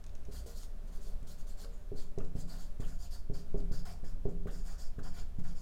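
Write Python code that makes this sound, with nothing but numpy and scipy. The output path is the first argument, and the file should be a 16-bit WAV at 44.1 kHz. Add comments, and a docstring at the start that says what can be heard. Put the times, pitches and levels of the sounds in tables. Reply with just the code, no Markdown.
"""A felt marker writes on a thin wall-hung whiteboard in a quiet room. Its nib hisses in short strokes: noise
shaped by the ringing of nib and barrel. The sliding also drags on the board, and the nib sometimes squeaks.
Pen and knuckle taps ring the board's modes and rattle it; the pen's plastic ticks now and then.
The board sways under taps and hand. A low hum and broad room noise lie under it all."""
import sys
import numpy as np
from scipy import signal
from scipy.fft import rfft, irfft, next_fast_len
from scipy.io import wavfile
from scipy.ndimage import uniform_filter1d, map_coordinates

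SR = 44100
rng = np.random.default_rng(int(sys.argv[2]) if len(sys.argv) > 2 else 0)


def to_wav(s):
    """Save 16-bit WAV."""
    ch = np.atleast_2d(s).T  # columns
    pcm = np.round(np.clip(ch, -1, 1) * 32767)  # PCM
    wavfile.write(sys.argv[1], SR, pcm.astype(np.int16))


def ratio_of_db(decibels):
    """Turn decibels (scalar or array-like) into linear amplitude factors; 0 dB maps to 1."""
    return 10 ** (np.asarray(decibels, float) / 20)


N = 247448  # length of the scene in samples


def unit(x):
    """Scales a sound to rms 1."""
    return x / np.sqrt(np.mean(x ** 2) + 1e-20)


def along(points, hz):
    """Reads a curve of (f/Hz, value) points on a log frequency axis."""
    f, value = np.transpose(points)
    return np.interp(np.log(hz + 1), np.log(f + 1), value)


def curves(rows):
    """Draws one curve over the whole scene for each column after the time."""
    s, *columns = np.transpose(rows)
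    return [np.interp(np.arange(N) / SR, s, column) for column in columns]


def wobble(rate):
    """A smooth random curve through `rate` random points a second."""
    points = rng.standard_normal(int(N * 400 / SR) + 4)
    return map_coordinates(points, [np.arange(N) * rate / SR])


def filtered(x, response):
    """Filters x by a (possibly complex) response of frequency."""
    m = next_fast_len(N + SR // 2)
    return irfft(rfft(x, m) * response(np.fft.rfftfreq(m, 1 / SR)), m)[:N]


def noise(spectrum):
    """Coloured noise of rms 1."""
    return unit(filtered(rng.standard_normal(N), lambda hz: ratio_of_db(along(spectrum, hz))))


def resonance(hz, centre, width):
    """One causal resonance of peak gain 1."""
    return 1j * hz * width / (centre ** 2 - hz ** 2 + 1j * hz * width)


def add(track, s, sound):
    """Mixes a sound into the track at time s."""
    track[round(s * SR):][:len(sound)] += sound


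def patchy(x, patchy_db):
    """Random gain patches in time and frequency: the contact keeps changing."""
    z = signal.stft(x, nperseg=256)[2]
    across_pitch = uniform_filter1d(rng.standard_normal(z.shape), size=4, axis=0)
    field = uniform_filter1d(across_pitch, size=10, axis=1)
    return signal.istft(z * ratio_of_db(patchy_db * unit(field)), nperseg=256)[1][:N]


# pen strokes; the levels set the balance between strokes, before each layer's overall gain:
# (start t/s, rise t/ms, length t/ms, hiss level/dB, drag on the board level/dB above the hiss)
PEN_STROKES = [(0.31, 55, 110, -60, -5.5), (0.46, 7.7, 82, -61.5, -4), (.544, 130, 100, -58, -7.5),
               (.862, 17, 40, -75.5, 2), (.914, 35, 68, -67, -3.5), (1.004, 55, 113, -65.5, -6.5),
               (1.268, 7.2, 83, -65.5, -4), (1.376, 49, 41, -62.5, -3), (1.467, 5.5, 70, -66.5, -5.5),
               (1.568, 82, 82, -58, -4.5), (1.721, 16, 115, -86, 8.5), (1.954, 25, 97, -62, -4.5),
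               (2.19, 3.9, 89, -81, 8), (2.353, 29, 76, -59.5, -7), (2.475, 33, 105, -60.5, -1),
               (2.572, 38, 90, -61.5, -6.5), (2.798, 8.1, 76, -67.5, 2), (2.851, 49, 118, -67, 1),
               (2.985, 68, 86, -58.5, -8), (3.105, 15, 81, -55, -10), (3.334, 16, 76, -58, -7.5),
               (3.57, 35, 40, -68, -1), (3.717, 4, 92, -57.5, -7.5), (3.852, 2.3, 91, -56, -4),
               (4.039, 9.5, 86, -62, -6.5), (4.285, 8.8, 42, -75, -4), (4.469, 4.3, 32, -76, 15),
               (4.498, 17, 125, -65, -1.5), (4.637, 130, 110, -58.5, -2), (4.777, 21, 96, -60.5, -6.5),
               (4.986, 3.6, 21, -79.5, 13.5), (5.029, 11, 92, -62.5, -2), (5.127, 81, 97, -58, 0),
               (5.385, 8.3, 27, -74, 9), (5.436, 9.9, 93, -63.5, -3.5), (5.547, 35, 132, -66, -6)]
# the barrel rings relatively more in soft and in slowly rising strokes: level of an average stroke in dB,
# dB lost per dB of hiss, dB gained per doubling of the rise over 20 ms
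USUAL_DB, BARREL_PER_DB, BARREL_PER_RISE_DB = -64.5, 0.89, 1.5
BITE, LIFT = 0.55, 3.6  # how sharply a stroke starts (small = sudden) and ends (large = sudden)


def strokes():
    """Each stroke's speed drives the hiss of the felt, the ring of the barrel and the drag on the board."""
    power, ms = np.zeros((3, N + SR)), np.arange(SR // 3) * 1000 / SR
    for s, rise_ms, length_ms, db, drag_db in PEN_STROKES:
        barrel_db = BARREL_PER_RISE_DB * np.log2(rise_ms / 20) - BARREL_PER_DB * (db - USUAL_DB)
        # the nib bites at once, gains speed, then lifts off
        speed = np.minimum(ms / rise_ms, 1) ** BITE * np.exp(-(ms / length_ms) ** LIFT)
        for row, extra_db in zip(power, (0, barrel_db, drag_db)):
            add(row, s, (ratio_of_db(db + extra_db) * speed) ** 2)
    slide, barrel, drag = np.sqrt(power[:, :N] + 1e-12)
    # the fibres slip in dense grains: fast and slower wobbles of the level in dB
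    slips = unit(ratio_of_db(0.33 * wobble(300) + 1.8 * wobble(40)))
    hiss = ratio_of_db(5.5) * slide * slips * felt(stroke_barrel_db=20 * np.log10(barrel / slide))
    return hiss + skin_drag(drag) + board_drag(drag)


# colour of the hiss as the pen moves along the line; levels are relative:
# (t/s, nib resonance f/Hz, nib ring level/dB, broad hiss level/dB, barrel ring level/dB)
GRIP_COLOUR = [(.3, 4690, -7, 10, -2), (.9, 4660, -19, 13, -12), (1.6, 4500, -5, 8, -1),
               (2.0, 4500, -2, 6, -4), (2.55, 4440, -4, 5, -1), (2.85, 4700, -7, 8, -3.5),
               (3.35, 4630, 0.5, 0, -1.5), (3.85, 4650, -1, 0.5, -1.5), (4.05, 4830, -3.5, -1.5, 0.5),
               (4.65, 4720, -2, 5, 0), (5.05, 4700, 0.5, -1.5, 5), (5.2, 4550, 0.5, -2, 0),
               (5.5, 4660, -1.8, 0, 2)]
# nib resonances: (multiple of the nib resonance f, width f/Hz, relative level/dB)
NIB_RESONANCES = [(1.0, 390, 2.5), (1.12, 630, -0.5)]
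# barrel resonances: (f/Hz, width f/Hz, relative level/dB)
BARREL_RESONANCES = [(6950, 770, 0.5), (8210, 1400, -15.5)]
# colour of the broad part of the hiss: (f/Hz, relative level/dB per Hz)
BROAD_HISS = [(2000, -24), (3400, 6.5), (5300, -13), (6300, -11), (9500, -13.5), (10700, -17), (11800, -17),
              (13500, -16.5), (15500, -21)]


def felt(stroke_barrel_db):
    """Noise of slipping fibres: nib and barrel resonances over a broad hiss, in random patches."""
    nib_hz, ring_db, air_db, barrel_db = curves(GRIP_COLOUR)
    hz, t, z = signal.stft(rng.standard_normal(N), SR, nperseg=256)
    hz = hz[:, None]

    def at(curve):
        """The curve's value at each short slice of the noise."""
        return curve[np.minimum(t * SR, N - 1).astype(int)]

    def peak(centre, width, db):
        """A resonant bump in the spectrum."""
        return ratio_of_db(db) * abs(resonance(hz, centre, width)) ** 2

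    # the higher nib resonance also follows the barrel's level
    nib = sum(peak(k * at(nib_hz), width, db + at(ring_db + (k > 1) * barrel_db))
              for k, width, db in NIB_RESONANCES)
    barrel = sum(peak(centre, width, db + at(stroke_barrel_db + barrel_db))
                 for centre, width, db in BARREL_RESONANCES)
    air = ratio_of_db(along(BROAD_HISS, hz) + at(air_db) + 1.0)
    # below its resonance the small nib hardly radiates
    edge = 1 / (1 + (.92 * at(nib_hz) / hz) ** 24) + .13
    hiss = signal.istft(z * edge * (nib + barrel + air), nperseg=256)[1][:N]
    return patchy(hiss, patchy_db=2.5)


# colour of the drag before the skin's resonances: (f/Hz, relative level/dB per Hz)
DRAG_COLOUR = [(200, -29), (600, 5), (1000, 7), (1400, 10), (1800, 9), (2200, 0.5), (3200, -2.5),
               (4200, -5)]
# resonances of the board's skin under the sliding nib: (f/Hz, width f/Hz, relative level/dB)
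SKIN_RESONANCES = [(710, 59, 13.5), (774, 23, 11.5), (1040, 40, 1), (1422, 30, 9), (1836, 23, -25.5),
                   (2340, 53, 1), (3320, 910, 1)]


def skin_drag(drag):
    """The dragging nib is heard through the board's skin, whose resonances colour the noise."""
    def response(f):
        return 1 + sum(ratio_of_db(db) * abs(resonance(f, centre, width)) ** 2
                       for centre, width, db in SKIN_RESONANCES)
    return drag * patchy(unit(filtered(noise(DRAG_COLOUR), response)), patchy_db=4)


# the board's own tones, or modes: (f/Hz, relative level/dB, time to fall 60 dB t/s)
BOARD_MODES = [(56.5, -3, 0.12), (81.3, -9.5, 0.65), (116.3, 7.5, 0.047), (141.5, -9.5, 0.69), (170, -9, 1),
               (179.2, -8, 1), (231.6, -10.5, 0.22), (266.6, -12.5, 0.86), (383, -20.5, 0.69),
               (400.5, 1.5, 0.096), (404.5, -17.5, 0.85), (466.3, -1.5, 0.22), (559, -0.5, 0.2),
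               (617, -7.5, 0.28), (660, 1.5, 0.21), (747, -15, 0.51), (905, -7, 0.18), (1017, -6.5, 0.29),
               (1475, -5.5, 0.39)]


def board_drag(drag):
    """The sliding nib is a steady random push that keeps the board modes ringing."""
    def response(f):
        # a mode that fades quickly is a wide resonance
        return sum(ratio_of_db(db) * resonance(f, centre, 3 / t60) for centre, db, t60 in BOARD_MODES)
    return ratio_of_db(16.5) * filtered(drag * rng.standard_normal(N), response)


# brief catches of the nib: (start t/s, length t/ms, relative level/dB, starting f/Hz)
NIB_CATCHES = [(1.636, 35, -72.5, 1340), (2.201, 21, -69, 1400), (2.205, 8.1, -75, 3030),
               (2.814, 51, -73, 1340), (2.835, 44, -75.5, 2960), (3.051, 57, -82, 3050),
               (4.469, 26, -66, 1384), (4.469, 10, -73.5, 2450), (4.49, 38, -79, 3130),
               (4.989, 18, -65.5, 1410)]
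ONSET = .5  # under 1: a squeak swells faster than it fades
SAG = 0.083  # share of its pitch that a squeak loses


def scrapes():
    """The nib catches and squeaks: a gliding tone smeared by fast jitter."""
    out = np.zeros(N + SR)
    jitter = wobble(350)
    for s, length_ms, db, start_hz in NIB_CATCHES:
        n = int(length_ms * SR / 1000)
        hz = start_hz * np.linspace(1, 1 - SAG, n) * (1 + .16 * jitter[round(s * SR):][:n])
        swell = np.sin(np.pi * np.linspace(0, 1, n) ** ONSET) ** 2
        add(out, s, ratio_of_db(db + 14.5) * swell * np.sin(2 * np.pi * np.cumsum(hz) / SR))
    return out[:N]


# taps, each heard a few ms after its time; levels are relative:
# (t/s, tap level/dB, middle modes level/dB, high modes level/dB)
BOARD_TAPS = [(0.281, -40, 8, -10), (0.458, -49.5, 9.5, 14.5), (0.836, -42.5, 0, -18), (1.065, -58, 13, 16),
              (1.223, -38, -3.5, -6), (1.641, -58, 2.5, 25), (1.914, -36.5, 11, -27), (2.174, -31.5, 10, 2),
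              (2.349, -29.5, -1, -6), (2.7949, -32, 1, -15), (3.295, -32, 8, -30), (3.54, -30, 12, -2.5),
              (3.7086, -33, 0.5, -18), (4.029, -37, 1.5, -26), (4.251, -30.5, 13, -2.5),
              (4.454, -32, 7, -2), (4.9802, -32.5, 4, -17), (5.382, -29.5, -18.5, -26)]
# rattle of the board's many small modes after a tap: (f/Hz, relative level/dB per Hz)
RATTLE_COLOUR = [(60, -53), (150, 5.5), (260, 9), (330, 1.5), (480, 3), (650, -3), (900, -16.5),
                 (1500, -31), (2500, -60)]
# a harder blow is shorter and wakes the middle modes more: contact ms, ms less per dB of middle modes
CONTACT_MS, HARDER_MS_PER_DB = 1.95, .045
LOW_RISE_DB_PER_S = 1.1  # the modes near 180 Hz speak more as the hand moves in from the board's edge
DETUNE = 0.0061  # typical random share by which each mode's pitch differs from tap to tap


def taps():
    """A smooth push, softer the longer the contact, rings all board modes at slightly new strengths."""
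    out, shake, t = np.zeros(N + 2 * SR), np.zeros(N + SR), np.arange(SR) / SR
    shape = (len(BOARD_TAPS), len(BOARD_MODES))
    detune = rng.standard_normal(shape)
    scatter_db = rng.normal(0, 2.04, shape)
    for (s, db, middle_db, high_db), spread, shifts in zip(BOARD_TAPS, scatter_db, detune):
        def place_db(hz):
            """Where the blow lands decides which modes speak."""
            if hz > 450:
                return high_db
            if hz > 300:
                return middle_db
            return LOW_RISE_DB_PER_S * (s - 3) if 150 < hz < 200 else 0

        ring = 0
        for (hz, level, t60), extra_db, shift in zip(BOARD_MODES, spread, shifts):
            fade = ratio_of_db(level + extra_db + place_db(hz) - 60 * t / t60)
            ring = ring + fade * np.cos(2 * np.pi * hz * (1 + DETUNE * shift) * t)
        contact_ms = CONTACT_MS - HARDER_MS_PER_DB * middle_db
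        # the push peaks at two thirds of the contact time and then dies away
        u = t[:SR // 40] * 6000 / np.clip(contact_ms, .3, 8)
        push = u ** 4 * np.exp(-u)
        add(out, s + 0.00345, ratio_of_db(db - 7.5) * signal.fftconvolve(ring, push / push.sum()))
        rattle = ratio_of_db(db + .6 * middle_db - 19 - 60 * t / .28) * (1 - np.exp(-(t / .004) ** 2))
        add(shake, s + .0045, rattle)
    return out[:N] + shake[:N] * noise(RATTLE_COLOUR)


# plastic ticks: (t/s, relative level/dB, f/Hz)
PLASTIC_TICKS = [(0.0404, -36.5, 5670), (0.065, -34.5, 6560), (0.0946, -43, 4070), (0.152, -36.5, 6200),
                 (0.252, -40, 6330), (0.3248, -37, 4680), (.633, -33, 6100), (1.2288, -44, 7640),
                 (1.6464, -33, 4100), (2.1853, -32.5, 6200), (2.2483, -40.5, 4400), (2.805, -37, 6800),
                 (3.6032, -40.5, 4300), (4.2554, -45, 4840)]


def ticks():
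    """A tiny plastic click: one mode of a millisecond or two, a lower partner and a puff of noise."""
    out, t = np.zeros(N + SR), np.arange(SR // 50) / SR
    puffs = uniform_filter1d(rng.standard_normal((len(PLASTIC_TICKS), len(t))), size=3, axis=1)
    onset = 1 - np.exp(-t / .00015)
    for (s, db, hz), puff in zip(PLASTIC_TICKS, puffs):
        click = np.sin(2 * np.pi * hz * t) + .3 * np.sin(2 * np.pi * .62 * hz * t)
        fading = click * ratio_of_db(-60 * t / 0.0021) + 0.23 * puff * ratio_of_db(-60 * t / 0.033)
        add(out, s, ratio_of_db(db - 4.0) * onset * fading)
    return out[:N]


# the whole board swinging on its hooks; levels are relative:
# (f/Hz, level/dB after a tap, level/dB from the leaning hand, time to fall 60 dB t/s)
BOARD_SWING = [(8.185, 2.5, -42.5, 2.44), (11.49, -4, -36, 0.45), (18.15, -23, -57.5, 2.5),
               (24.76, -2.5, -41.5, 1.8)]
# how hard the hand leans on the board: (t/s, relative level/dB)
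HAND_LEAN = [(0, -5.5), (.35, -5), (.8, -4), (1.4, 1), (2.5, -2), (3.6, 1.5), (5.61, 1.5)]


def sway():
    """Every tap sets the board swinging; the leaning hand's random push keeps it moving."""
    blows, t, out = np.zeros(N), np.arange(2 * SR) / SR, 0
    for s, db, *_ in BOARD_TAPS:
        blows[round(s * SR)] = ratio_of_db(db)
    hand_db, = curves(HAND_LEAN)
    for hz, tap_db, lean_db, t60 in BOARD_SWING:
        ring = ratio_of_db(-60 * t / t60) * np.sin(2 * np.pi * hz * t)
        tapped = signal.fftconvolve(blows, ring)[:N]
        # the first two seconds are skipped, so the swing is already under way
        leaning = unit(signal.fftconvolve(rng.standard_normal(N + len(t)), ring)[len(t):][:N])
        out = out + ratio_of_db(tap_db) * tapped + ratio_of_db(lean_db + hand_db) * leaning
    return out


# hum bands, each narrowed further by filtering twice: (f/Hz, width f/Hz of one pass, relative level/dB)
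HUM_BANDS = [(58.6, 4.8, -5.5), (82.9, 5.7, -11.5)]
# loudness of the hum bands together: (t/s, relative level/dB)
HUM_LOUDNESS = [(0, -43), (.35, -43.5), (.8, -56.5), (2.5, -54), (3, -45.5), (3.6, -53), (4.1, -45.5),
                (4.6, -48), (5.1, -50), (5.61, -48.5)]


def low_hum():
    """Narrow bands of noise make an unsteady low hum."""
    hum = 0
    for centre, width, db in HUM_BANDS:
        band = filtered(rng.standard_normal(N), lambda f: resonance(f, centre, width) ** 2)
        hum = hum + ratio_of_db(db) * unit(band)
    return ratio_of_db(curves(HUM_LOUDNESS)[0]) * hum


# colour of the room noise: (f/Hz, relative level/dB per Hz)
ROOM_COLOUR = [(26, -29), (45, -7), (123, -22), (196, -19.5), (335, -32), (408, -24.5), (472, -32),
               (682, -30.5), (850, -37.5), (1420, -39.5), (2050, -45), (6810, -51), (15600, -56)]
# faint band of hum near 580 Hz: (t/s, level/dB)
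FAINT_HUM = [(0, -72.5), (2.6, -72), (3.2, -75), (4.6, -76.5), (5.2, -86)]
ROOM_DB = -66  # usual level of the room noise between 300 and 2500 Hz


def room():
    """Broad room noise that drifts in level, with a faint band of hum in the low mids."""
    air = noise(ROOM_COLOUR)
    mids = filtered(air, lambda f: (f > 300) & (f < 2500))
    drifting = ratio_of_db(ROOM_DB + 1.25 * wobble(2.895)) * air / np.std(mids)
    hum = unit(filtered(rng.standard_normal(N), lambda f: resonance(f, 586.0, 34) ** 2))
    return ratio_of_db(curves(FAINT_HUM)[0]) * hum + drifting


def walls(x):
    """The room answers 400 samples later with a dense random tail that falls 60 dB in 0.34 s."""
    t = np.arange(SR // 2) / SR
    tail = rng.standard_normal(len(t)) * ratio_of_db(-60 * t / 0.34)
    return signal.fftconvolve(np.pad(x, (400, 0)), tail / np.linalg.norm(tail))[:N]


def scene():
    """Pen and board with the room's answer, over sway, hum and room noise."""
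    pen = strokes() + scrapes() + taps() + ticks()
    return (pen + ratio_of_db(-8.5) * walls(pen) + sway() + low_hum() + room())[None]


def roll_off(x):
    """The treble ends steeply here."""
    return signal.sosfilt(signal.butter(12, 15800, fs=SR, output="sos"), x)


def record(dry):
    """Passes the finished mix through the last step."""
    return roll_off(dry)


dry = scene()
out = record(dry)
to_wav(out)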